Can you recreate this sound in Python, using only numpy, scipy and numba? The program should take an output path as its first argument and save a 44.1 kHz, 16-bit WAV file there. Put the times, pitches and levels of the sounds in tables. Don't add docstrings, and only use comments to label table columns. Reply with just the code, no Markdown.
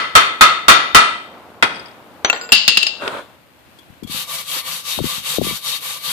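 import sys
import numpy as np
from scipy import signal
from scipy.fft import rfft, irfft
from scipy.io import wavfile
from scipy.ndimage import uniform_filter1d
from numba import njit

SR = 44100
rng = np.random.default_rng(int(sys.argv[2]) if len(sys.argv) > 2 else 0)


def transcribe(signal):
    frames = np.atleast_2d(signal).T
    limited = np.clip(frames, -1, 1)
    pcm = np.round(limited * 32767).astype(np.int16)
    wavfile.write(sys.argv[1], SR, pcm)


def natural_amplitude(level_db):
    exponent = np.asarray(level_db, float) / 20
    return 10 ** exponent


N = 269892
HZ = np.arange(N // 2 + 1) * SR / N

# frequency in Hz, density in dB per Hz.
ROOM_COLOUR = [(18, -46), (30, -25), (75, -3.5), (154, -6), (228, -8.5), (296, -6), (415, -14), (581, -10),
               (774, -12), (2700, -17), (5730, -30), (12200, -28.5), (15000, -25)]
ROOM_DB, ROOM_WAVER_DB = -49.5, 0.8
# time in seconds, level in dB.
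MACHINE_LEVEL = [
    (0, -46),
    (1.4, -42),
    (2.2, -45.5),
    (3.0, -43.5),
    (3.3, -51.5),
    (3.6, -85.5),
    (6.12, -59.5),
]
# frequency in Hz, density in dB per Hz.
MACHINE_COLOUR = [(35, -40.5), (60, -23), (79, -13.5), (122, -18.5), (194, 0), (404, -1), (727, 1),
                  (1480, -6), (1680, -11.5), (9000, -41.5), (11700, -79.5), (19800, -120)]
# frequency in Hz, left-right likeness from 0 to 1.
PORT_LIKENESS = [(60, 0.7), (130, 0), (290, 0.55), (640, 0.5), (1410, 0), (3090, 0), (6800, 0), (15000, 0)]
# frequency in Hz, left minus right in dB.
PORT_LEAN = [(60, -1), (110, 1.5), (200, 1), (380, 3.5), (700, -2), (1290, 0.5), (2380, 4.5), (4390, 11),
             (8110, 2), (15000, -1)]
TOP_HZ = 14750
# frequency in Hz, threshold against the whole sound in dB.
MUTE_BELOW = [(100, -44), (300, -31), (600, -35.5), (1000, -35), (4000, -44), (8000, -41), (14000, -40.5)]

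# time in seconds, peak in dB, pitch in Hz.
EDDIES = [(3.905, -31.5, 152), (4.029, -19, 280), (4.051, -18.5, 201), (4.1, -21.5, 223),
          (4.149, -23.5, 200), (4.981, -19, 194), (4.990, -7.5, 700), (5.005, -10.5, 360),
          (5.015, -11, 176), (5.045, -6.5, 268), (5.183, -26.5, 175), (5.386, -2, 412), (5.417, -3.5, 447),
          (5.45, -16, 252), (5.471, -12, 343), (5.501, -25, 201), (5.512, -18, 342), (5.53, -21.5, 170)]
WAKE_TURNS, WAKE_DB, WAKE_PITCH, WAKE_LOW_HZ = 2.975, -7, 0.584, 170

# frequency in Hz, density in dB per Hz.
DRAG_COLOUR = [(47, -50), (80, -20), (161, -15), (338, -10.5), (624, -1.5), (743, -15), (938, -4),
               (1240, -8), (1430, -3), (1890, -17.5), (2600, -17), (3380, -53.5), (5720, -120)]
DRAG_START_S, DRAG_END_S, DRAG_ATTACK_S, DRAG_RELEASE_S = 2.985, 3.187, 0.04, 0.085
DRAG_DB, DRAG_REST_DB = -24.5, -54.5
DRAG_GRIT_DB, DRAG_DUST_DB = -14, 9

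# turn in seconds, pressure in dB.
STROKES = [(4.064, -32), (4.262, -33.5), (4.444, -30.5), (4.628, -32.5), (4.83, -30.5), (5.01, -31.5),
           (5.219, -29.5), (5.397, -31.5), (5.606, -30.5), (5.798, -33), (6.004, -29)]
LAST_TURN_S = 6.2
LANDING_DB = -8
PUSH, PULL = (-16.5, 2, 1.9, -8), (-12.5, -3.5, 1.66, -5.5)
# frequency in Hz, density in dB per Hz.
BRISTLE_COLOUR = [(88, -43), (150, 2.5), (357, -32.5), (515, -4.5), (674, -32.5), (742, -11.5), (1160, -8),
                  (1300, -7.5), (1700, -13.5), (3820, -22.5), (5720, -4), (13900, 4.5), (15000, -10.5)]
TUFT_HZ, TUFT_WIDTH_HZ, TUFT_DB = (1786, 5000, 7680, 10320, 13200), 2600, 3.5
# frequency in Hz, width in Hz, level in dB.
WELD_PEAKS = [(2864, 950, 1), (3276, 25, -12), (3740, 30, -6.5), (3753, 630, -2.06), (4356, 38, -13.5),
              (4500, 530, -7)]
# frequency in Hz, width in Hz, level in dB.
FLANGE_PEAKS = [(523, 82, -15), (667, 17, -9.5), (1080, 220, -9), (1174.3, 15, 4.5), (1828, 18, -7.5),
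                (2046, 35, -7.5), (2267, 46, -4.5)]

# time in seconds, level in dB.
KNOCKS = [
    (3.59, -57),
    (3.787, -45),
    (3.94, -57.5),
    (4.0329, -36.5),
    (4.045, -54),
    (4.0733, -37),
    (4.564, -36),
    (4.671, -46),
    (5.64, -46.5),
]
# time in seconds, level in dB, decay share, swarm in dB, crack in dB.
BRUSH_RAP = [
    (3.0779, -34, 1.01, 16.6, 7.5),
]
# frequency in Hz, level in dB, 60 dB decay in seconds.
WOOD_MODES = [(2315, -10, 0.026), (3360, -3, 0.056), (4440, -8.5, 0.019)]
# frequency in Hz, level in dB.
WOOD_SWARM = [(300, 7), (1500, -11), (4000, -8.5), (14000, -8)]
# frequency in Hz, 60 dB decay in seconds.
WOOD_T60 = [(300, 0.012), (14000, 0.025)]

# time in seconds, level in dB.
BOUNCES = [
    (2.5202, -12),
    (2.6788, -11),
    (2.7716, -14.5),
    (2.8285, -22),
    (2.8669, -25),
]
BOUNCE_SWARM_DB, SWARM_LEFT = 8, 0.16
# frequency in Hz, level in dB, 60 dB decay in seconds.
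SHANK_MODES = [(98, -23.5, 0.083), (2716, 6, 0.55), (3000, -12, .25), (4300, -15.5, 0.5), (4990, -1, 0.21),
               (7150, -21, 0.12)]
# frequency in Hz, density in dB per Hz.
SHANK_SWARM = [(47, -68), (80, -49.5), (188, -17), (699, -22), (2490, -14.5), (2720, 3), (3170, -9),
               (5020, -6), (5600, -24.5), (6670, -16), (8300, -25), (12600, -30.5), (15000, -46)]
# frequency in Hz, 60 dB decay in seconds.
SHANK_T60 = [(100, 0.23), (1500, 0.38), (4000, 0.45), (8000, 0.25), (13000, 0.096)]

# time in seconds, level in dB, decay share, swarm in dB, crack in dB.
TOUCH = [
    (2.2468, -22.5, 1.07, 7.5, 8),
]
# frequency in Hz, level in dB, 60 dB decay in seconds.
TIP_MODES = [(110, -9, 0.087), (1067, -15, 0.56), (3250, 0, 0.34), (4880, 4.5, 0.063), (6040, 8, 0.39),
             (7370, -18.5, 0.085), (9180, -23, .3)]
# time in seconds, level in dB, decay share, swarm in dB, crack in dB.
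CLINK = [
    (2.2992, -17, 1.01, -11, 20),
]
# frequency in Hz, level in dB, 60 dB decay in seconds.
FACE_MODES = [(1400, -6, 0.35), (2690, 7.5, 0.069), (7300, -21, .3)]
# time in seconds, level in dB, hardness in dB.
ROCKS = [
    (2.3286, -26.5, 4),
    (2.345, -31, -15.5),
    (2.362, -31, -0.5),
    (2.412, -28, -7),
    (2.436, -31, -8.5),
    (2.4902, -32, -2),
]
# frequency in Hz, level in dB, 60 dB decay in seconds.
HEAD_MODES = [(464.5, -7.5, 0.14), (1467, -3.5, 0.18), (2700, -4.5, 0.11), (4320, -10, .06),
              (4900, -9, 0.11), (7360, -5.5, 0.19), (9540, -29.5, .3), (14290, -24, .25)]
# frequency in Hz, density in dB per Hz.
BENCH_SWARM = [(47, -55), (80, -24.5), (461, -3.5), (2180, -5), (2660, -9.5), (3100, -7), (4500, -13.5),
               (5600, -50), (5980, -28), (7440, -27), (15000, -67.5)]
# frequency in Hz, 60 dB decay in seconds.
BENCH_T60 = [(100, 0.084), (1000, 0.26), (4000, 0.16), (12000, .03)]

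# time in seconds, level in dB.
CRUMBS = [
    (1.70, -44),
    (1.746, -39),
    (1.758, -34),
    (1.795, -35),
    (1.858, -40),
    (1.883, -43),
    (1.912, -48),
]
# frequency in Hz, level in dB, 60 dB decay in seconds.
SLAG_MODES = [(2520, -6, .05), (3270, 2, 0.057), (5000, 7, .04), (8600, -4, 0.045), (12100, -19, .03)]
# time in seconds, level in dB, decay share, swarm in dB, crack in dB.
PRESS = [
    (1.6247, -20, 1.19, 3, 17),
]
# frequency in Hz, level in dB, 60 dB decay in seconds.
HELD_MODES = [(1242, 10, 0.22), (1400, 4, 0.29), (2030, 4.5, 0.49), (2470, 2.5, 0.65), (3320, -1.5, 1),
              (5120, -11, 1), (8800, -18, 0.28)]
# frequency in Hz, density in dB per Hz.
HELD_SWARM = [(47, -43), (80, -17), (587, -7.5), (1470, 2), (1750, -3.5), (2490, -7), (2970, -9.5),
              (3240, -7), (6390, -26.5), (12000, -31), (15000, -68)]
# frequency in Hz, 60 dB decay in seconds.
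HELD_T60 = [(100, 1), (1000, 0.53), (4000, 0.51), (12000, 0.31)]

# time in seconds, level in dB, crack in dB.
BLOWS = [
    (-.112, -5.5, 9),
    (0.1526, -5.5, 13),
    (0.4097, -4.5, 12),
    (.6823, -2.5, 13),
    (0.9469, -3.5, 12.5),
]
# frequency in Hz, level in dB, 60 dB decay in seconds.
BEAM_MODES = [(687, -13.5, .5), (1076, -6, 0.31), (1263, 1, .4), (1320, 4, .45), (1592, -6, 0.2),
              (1710, -9.5, .45), (1972, -1, .55), (2060, -3.5, 0.49), (2460, -5.5, .4), (2730, -7.5, 0.39),
              (3110, -5.5, .3), (3220, -7.5, 0.52), (3638, -4, .5), (4380, -10, 0.42)]
# frequency in Hz, density in dB per Hz.
BEAM_SWARM = [(47, -54.5), (80, -30.5), (404, -19.5), (684, -18), (833, -16), (1350, 1.5), (1570, -9.5),
              (2000, -10), (3690, -14.5), (4700, -20), (10800, -28.5), (13700, -40), (15000, -85.5)]
# frequency in Hz, 60 dB decay in seconds.
BEAM_T60 = [(100, 0.53), (600, 0.53), (1300, 0.4), (3000, 0.44), (6000, 0.29), (12000, 0.19)]


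def over_hz(table, hz):
    f, v = np.transpose(table)
    return np.interp(np.log(np.maximum(hz, 1)), np.log(np.maximum(f, 1)), v)


def over_time(table):
    s, *columns = np.transpose(table)
    return [np.interp(np.arange(N) / SR, s, c, left=-120, right=-120) for c in columns]


def colour(x, db):
    y = irfft(rfft(x) * natural_amplitude(db), N)
    return y / np.sqrt(np.mean(y ** 2))


def peaks_db(table, hz):
    power = sum(natural_amplitude(2 * db) / (1 + (2 * (hz - f) / w) ** 2) ** 1.81 for f, w, db in table)
    return 10 * np.log10(power)


def walk(rate):
    k = int(SR / rate)
    steps = np.repeat(rng.standard_normal(N // k + 1), k)
    return 1.3 * uniform_filter1d(uniform_filter1d(steps, k), k)[:N]


def wide(grain_db, near=0.):
    sizes = np.minimum(rng.exponential(size=N), 4)
    mid, side = rfft(rng.standard_normal((2, N)) * natural_amplitude(grain_db * sizes))
    c = np.clip(over_hz(PORT_LIKENESS, HZ) + near, 0, .98)
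    return irfft(np.sqrt(1 + c) * mid + np.sqrt(1 - c) * side * np.array([[1], [-1]]), N)


def unit(db):
    return db - 10 * np.log10(np.sum(natural_amplitude(2 * db)))


@njit
def add(out, start, hz, t60, gain, rise):
    skip = max(0, -start)
    for k in range(len(hz)):
        p = np.exp(2j * np.pi * hz[k] / SR - np.log(1000) / (t60[k] * SR))
        z, wait = p ** skip, rise ** skip
        for i in range(start + skip, min(out.shape[1], start + int(t60[k] * SR))):
            out[0, i] += (1 - wait) * (gain[0, k] * z).imag
            out[1, i] += (1 - wait) * (gain[1, k] * z).imag
            z, wait = z * p, wait * rise


def struck(hits, modes, swarm, swarm_t60, split, crack_s, count, contact_s=0.00033):
    out, rise = np.zeros((2, N)), np.exp(-1 / (contact_s * SR))
    hz, db, t60 = np.repeat(modes, 5, axis=0).T
    t60 = np.minimum(t60, .48)
    low, high = swarm[0][0], swarm[-1][0]
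    for s, hit_db, share, swarm_db, crack_db in hits:
        place = (np.arange(count) + rng.random(count)) / count
        small = low + (high - low) * place ** 2
        small_db = over_hz(swarm, small) + 5 * np.log10(small)
        f = np.r_[hz * (1 + split * rng.uniform(-1, 1, len(hz))), small]
        luck = np.minimum(rng.standard_normal(count), 1.6)
        small_t60 = over_hz(swarm_t60, small) * natural_amplitude(3 * small / 8000 * luck)
        level_db = hit_db + np.r_[unit(db), unit(small_db) + swarm_db]
        size = natural_amplitude(level_db + 3.78 * rng.standard_normal((2, len(f))))
        chance = rng.random((3, len(f)))
        turn = np.exp(2j * np.pi * (chance[0] + np.clip(f / 1600, 0, 1) * (chance[1:] - .5)))
        gain = size * turn
        crack = gain * natural_amplitude(crack_db) * (f / 2000) ** 0.041
        add(out, int(s * SR), f, np.r_[t60, small_t60] * share, gain, rise)
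        add(out, int(s * SR), f, np.full(len(f), crack_s), crack, rise)
    return out


def shop():
    tone = colour(wide(grain_db=2.5), over_hz(ROOM_COLOUR, HZ)) * natural_amplitude(ROOM_DB + ROOM_WAVER_DB * walk(6.6))
    machine = colour(wide(grain_db=5.0, near=0.5), over_hz(MACHINE_COLOUR, HZ))
    return tone + machine * natural_amplitude(over_time(MACHINE_LEVEL)[0] + 0.93 * walk(17))


def puffs():
    out, t = np.zeros(N), np.arange(-700, 700) / SR
    for (s, db, hz), chance in zip(EDDIES, rng.random((len(EDDIES), 3))):
        for phase in chance:
            turns = hz * t
            swing = np.cos(2 * np.pi * (turns - 0.33 * turns ** 2 + 0.95 * phase))
            out[int(s * SR) - 700:int(s * SR) + 700] += natural_amplitude(db) * np.exp(-(turns / 0.75) ** 2) * swing
            s += WAKE_TURNS * (0.396 + 1.213 * phase) / hz
            db, hz = db + WAKE_DB, max(hz * WAKE_PITCH, WAKE_LOW_HZ)
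    return out * natural_amplitude(np.array([[0], [-32]]))


def drag():
    dust_db = DRAG_GRIT_DB + DRAG_DUST_DB
    level_db, grit_db = over_time([
        (DRAG_START_S - .02, DRAG_REST_DB, dust_db + DRAG_DUST_DB),
        (DRAG_START_S, DRAG_REST_DB + 1.5, dust_db),
        (DRAG_START_S + DRAG_ATTACK_S, DRAG_DB, DRAG_GRIT_DB),
        (DRAG_END_S, DRAG_DB - 2.5, DRAG_GRIT_DB),
        (DRAG_END_S + DRAG_RELEASE_S, DRAG_REST_DB, dust_db),
        (DRAG_END_S + 2 * DRAG_RELEASE_S, DRAG_REST_DB - 2, dust_db)])
    grains = wide(grain_db=5.0, near=0.24) * natural_amplitude(1.4 * walk(120))
    body = colour(grains, over_hz(DRAG_COLOUR, HZ))
    grit = colour(wide(grain_db=-0.5, near=0.21), peaks_db([(3400, 1200, 5), (8330, 6900, -10.0)], HZ))
    return natural_amplitude(level_db) * (body + natural_amplitude(grit_db) * grit)


def stroke_curves():
    ends = [row[0] for row in STROKES[1:]] + [LAST_TURN_S]
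    shape = []
    for k, ((s, db), end) in enumerate(zip(STROKES, ends)):
        dip_db, swell_db, *ring = PULL if k % 2 else PUSH
        length = end - s
        shape += [(s, db + dip_db + (k == 0) * LANDING_DB, *ring),
                  (s + 0.25 * length, db - swell_db / 2 - 1.5, *ring),
                  (s + 0.52 * length, db + 0.12, *ring),
                  (s + 0.85 * length, db + swell_db / 2 - 2.5, *ring)]
    return [uniform_filter1d(c, size=500) for c in over_time(shape)]


def scrub():
    level_db, weld_db, flange_db = stroke_curves()
    tips = natural_amplitude(level_db + 0.58 * walk(60)) * wide(grain_db=1.0)
    scale = np.sqrt(np.mean(tips ** 2))
    bristle_db = over_hz(BRISTLE_COLOUR, HZ)
    hiss = colour(tips, bristle_db) * natural_amplitude(-7.5)
    for hz in TUFT_HZ:
        tuft = colour(tips, bristle_db + peaks_db([(hz, TUFT_WIDTH_HZ, 0)], HZ))
        hiss += tuft * natural_amplitude(TUFT_DB * walk(30) - 16.0)
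    weld = np.zeros((2, N))
    for hz, width, db in WELD_PEAKS:
        waver_db = 4 if width < 200 else 1.2
        weld += colour(tips, peaks_db([(hz, width, db)], HZ)) * natural_amplitude(db + waver_db * walk(13))
    flange = colour(natural_amplitude(level_db) * wide(grain_db=1.0, near=0.48), peaks_db(FLANGE_PEAKS, HZ))
    flange *= natural_amplitude(flange_db - 2.0 + 3.8 * walk(21))
    return scale * (hiss + weld * natural_amplitude(weld_db - 9.5) + flange)


def brush_knocks():
    knocks = [(s, db, 2.3, 4, -6) for s, db in KNOCKS]
    return (struck(knocks, WOOD_MODES, WOOD_SWARM, WOOD_T60, split=0.036, crack_s=0.024, count=200, contact_s=0.0021)
            + struck(BRUSH_RAP, WOOD_MODES, HELD_SWARM, WOOD_T60, split=0.055, crack_s=0.017, count=300))


def shank_bounces():
    bounces = [(s, db, 1.05, BOUNCE_SWARM_DB * SWARM_LEFT ** k, 14.5) for k, (s, db) in enumerate(BOUNCES)]
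    return struck(bounces, SHANK_MODES, SHANK_SWARM, SHANK_T60, split=0.003, crack_s=0.03, count=800)


def head_laid_down():
    rocks = [(s, db, 1.6, hard_db, hard_db + 7.5) for s, db, hard_db in ROCKS]
    return (struck(TOUCH, TIP_MODES, BENCH_SWARM, BENCH_T60, split=0.0017, crack_s=0.029, count=600)
            + struck(rocks, HEAD_MODES, BENCH_SWARM, BENCH_T60, split=0.0043, crack_s=0.019, count=500,
                     contact_s=0.00049)
            + struck(CLINK, FACE_MODES, BENCH_SWARM, BENCH_T60, split=0.0015, crack_s=0.023, count=500))


def slag_crumbs():
    crumbs = [(s, db, 1.6, -3, 1) for s, db in CRUMBS]
    return struck(crumbs, SLAG_MODES, HELD_SWARM, WOOD_T60, split=0.079, crack_s=.012, count=200, contact_s=.001)


def held_blow():
    return struck(PRESS, HELD_MODES, HELD_SWARM, HELD_T60, split=0.0087, crack_s=0.078, count=400)


def beam_blows():
    blows = [(s, db, 1.196, 1.5, crack_db) for s, db, crack_db in BLOWS]
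    return struck(blows, BEAM_MODES, BEAM_SWARM, BEAM_T60, split=.014, crack_s=0.084, count=800)


def scene():
    air = shop() + drag() + scrub() + brush_knocks() + shank_bounces()
    air += head_laid_down() + slag_crumbs() + held_blow() + beam_blows()
    lean = over_hz(PORT_LEAN, HZ) / 2
    ends = (HZ < TOP_HZ) / np.sqrt(1 + (70 / np.maximum(HZ, 1)) ** 6)
    return irfft(rfft(air) * ends * natural_amplitude(np.array([lean, -lean])), N) + puffs()


def mute_weak_bands(x):
    hz, _, z = signal.stft(x, SR, nperseg=2048)
    band = np.arange(60)
    edges = np.unique((4 * band * 1.025 ** band).astype(int).clip(0, 1024))
    power = np.add.reduceat(abs(z) ** 2, edges, axis=1)
    limit_db = 2 * over_hz(MUTE_BELOW, hz[edges] + 40)[:, None] + 5 * rng.standard_normal(power.shape)
    keep = power > power.sum(axis=1, keepdims=True) * natural_amplitude(limit_db)
    keep = np.repeat(keep, np.diff(np.r_[edges, len(hz)]), axis=1)
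    return signal.istft(z * keep, SR, nperseg=2048)[1][:, :N]


def top_cut(x):
    return signal.sosfilt(signal.butter(12, 15570, fs=SR, output="sos"), x)


def record(dry):
    mix = mute_weak_bands(np.clip(dry, -.99, .99))
    return top_cut(mix)


dry = scene()
out = record(dry)
transcribe(out)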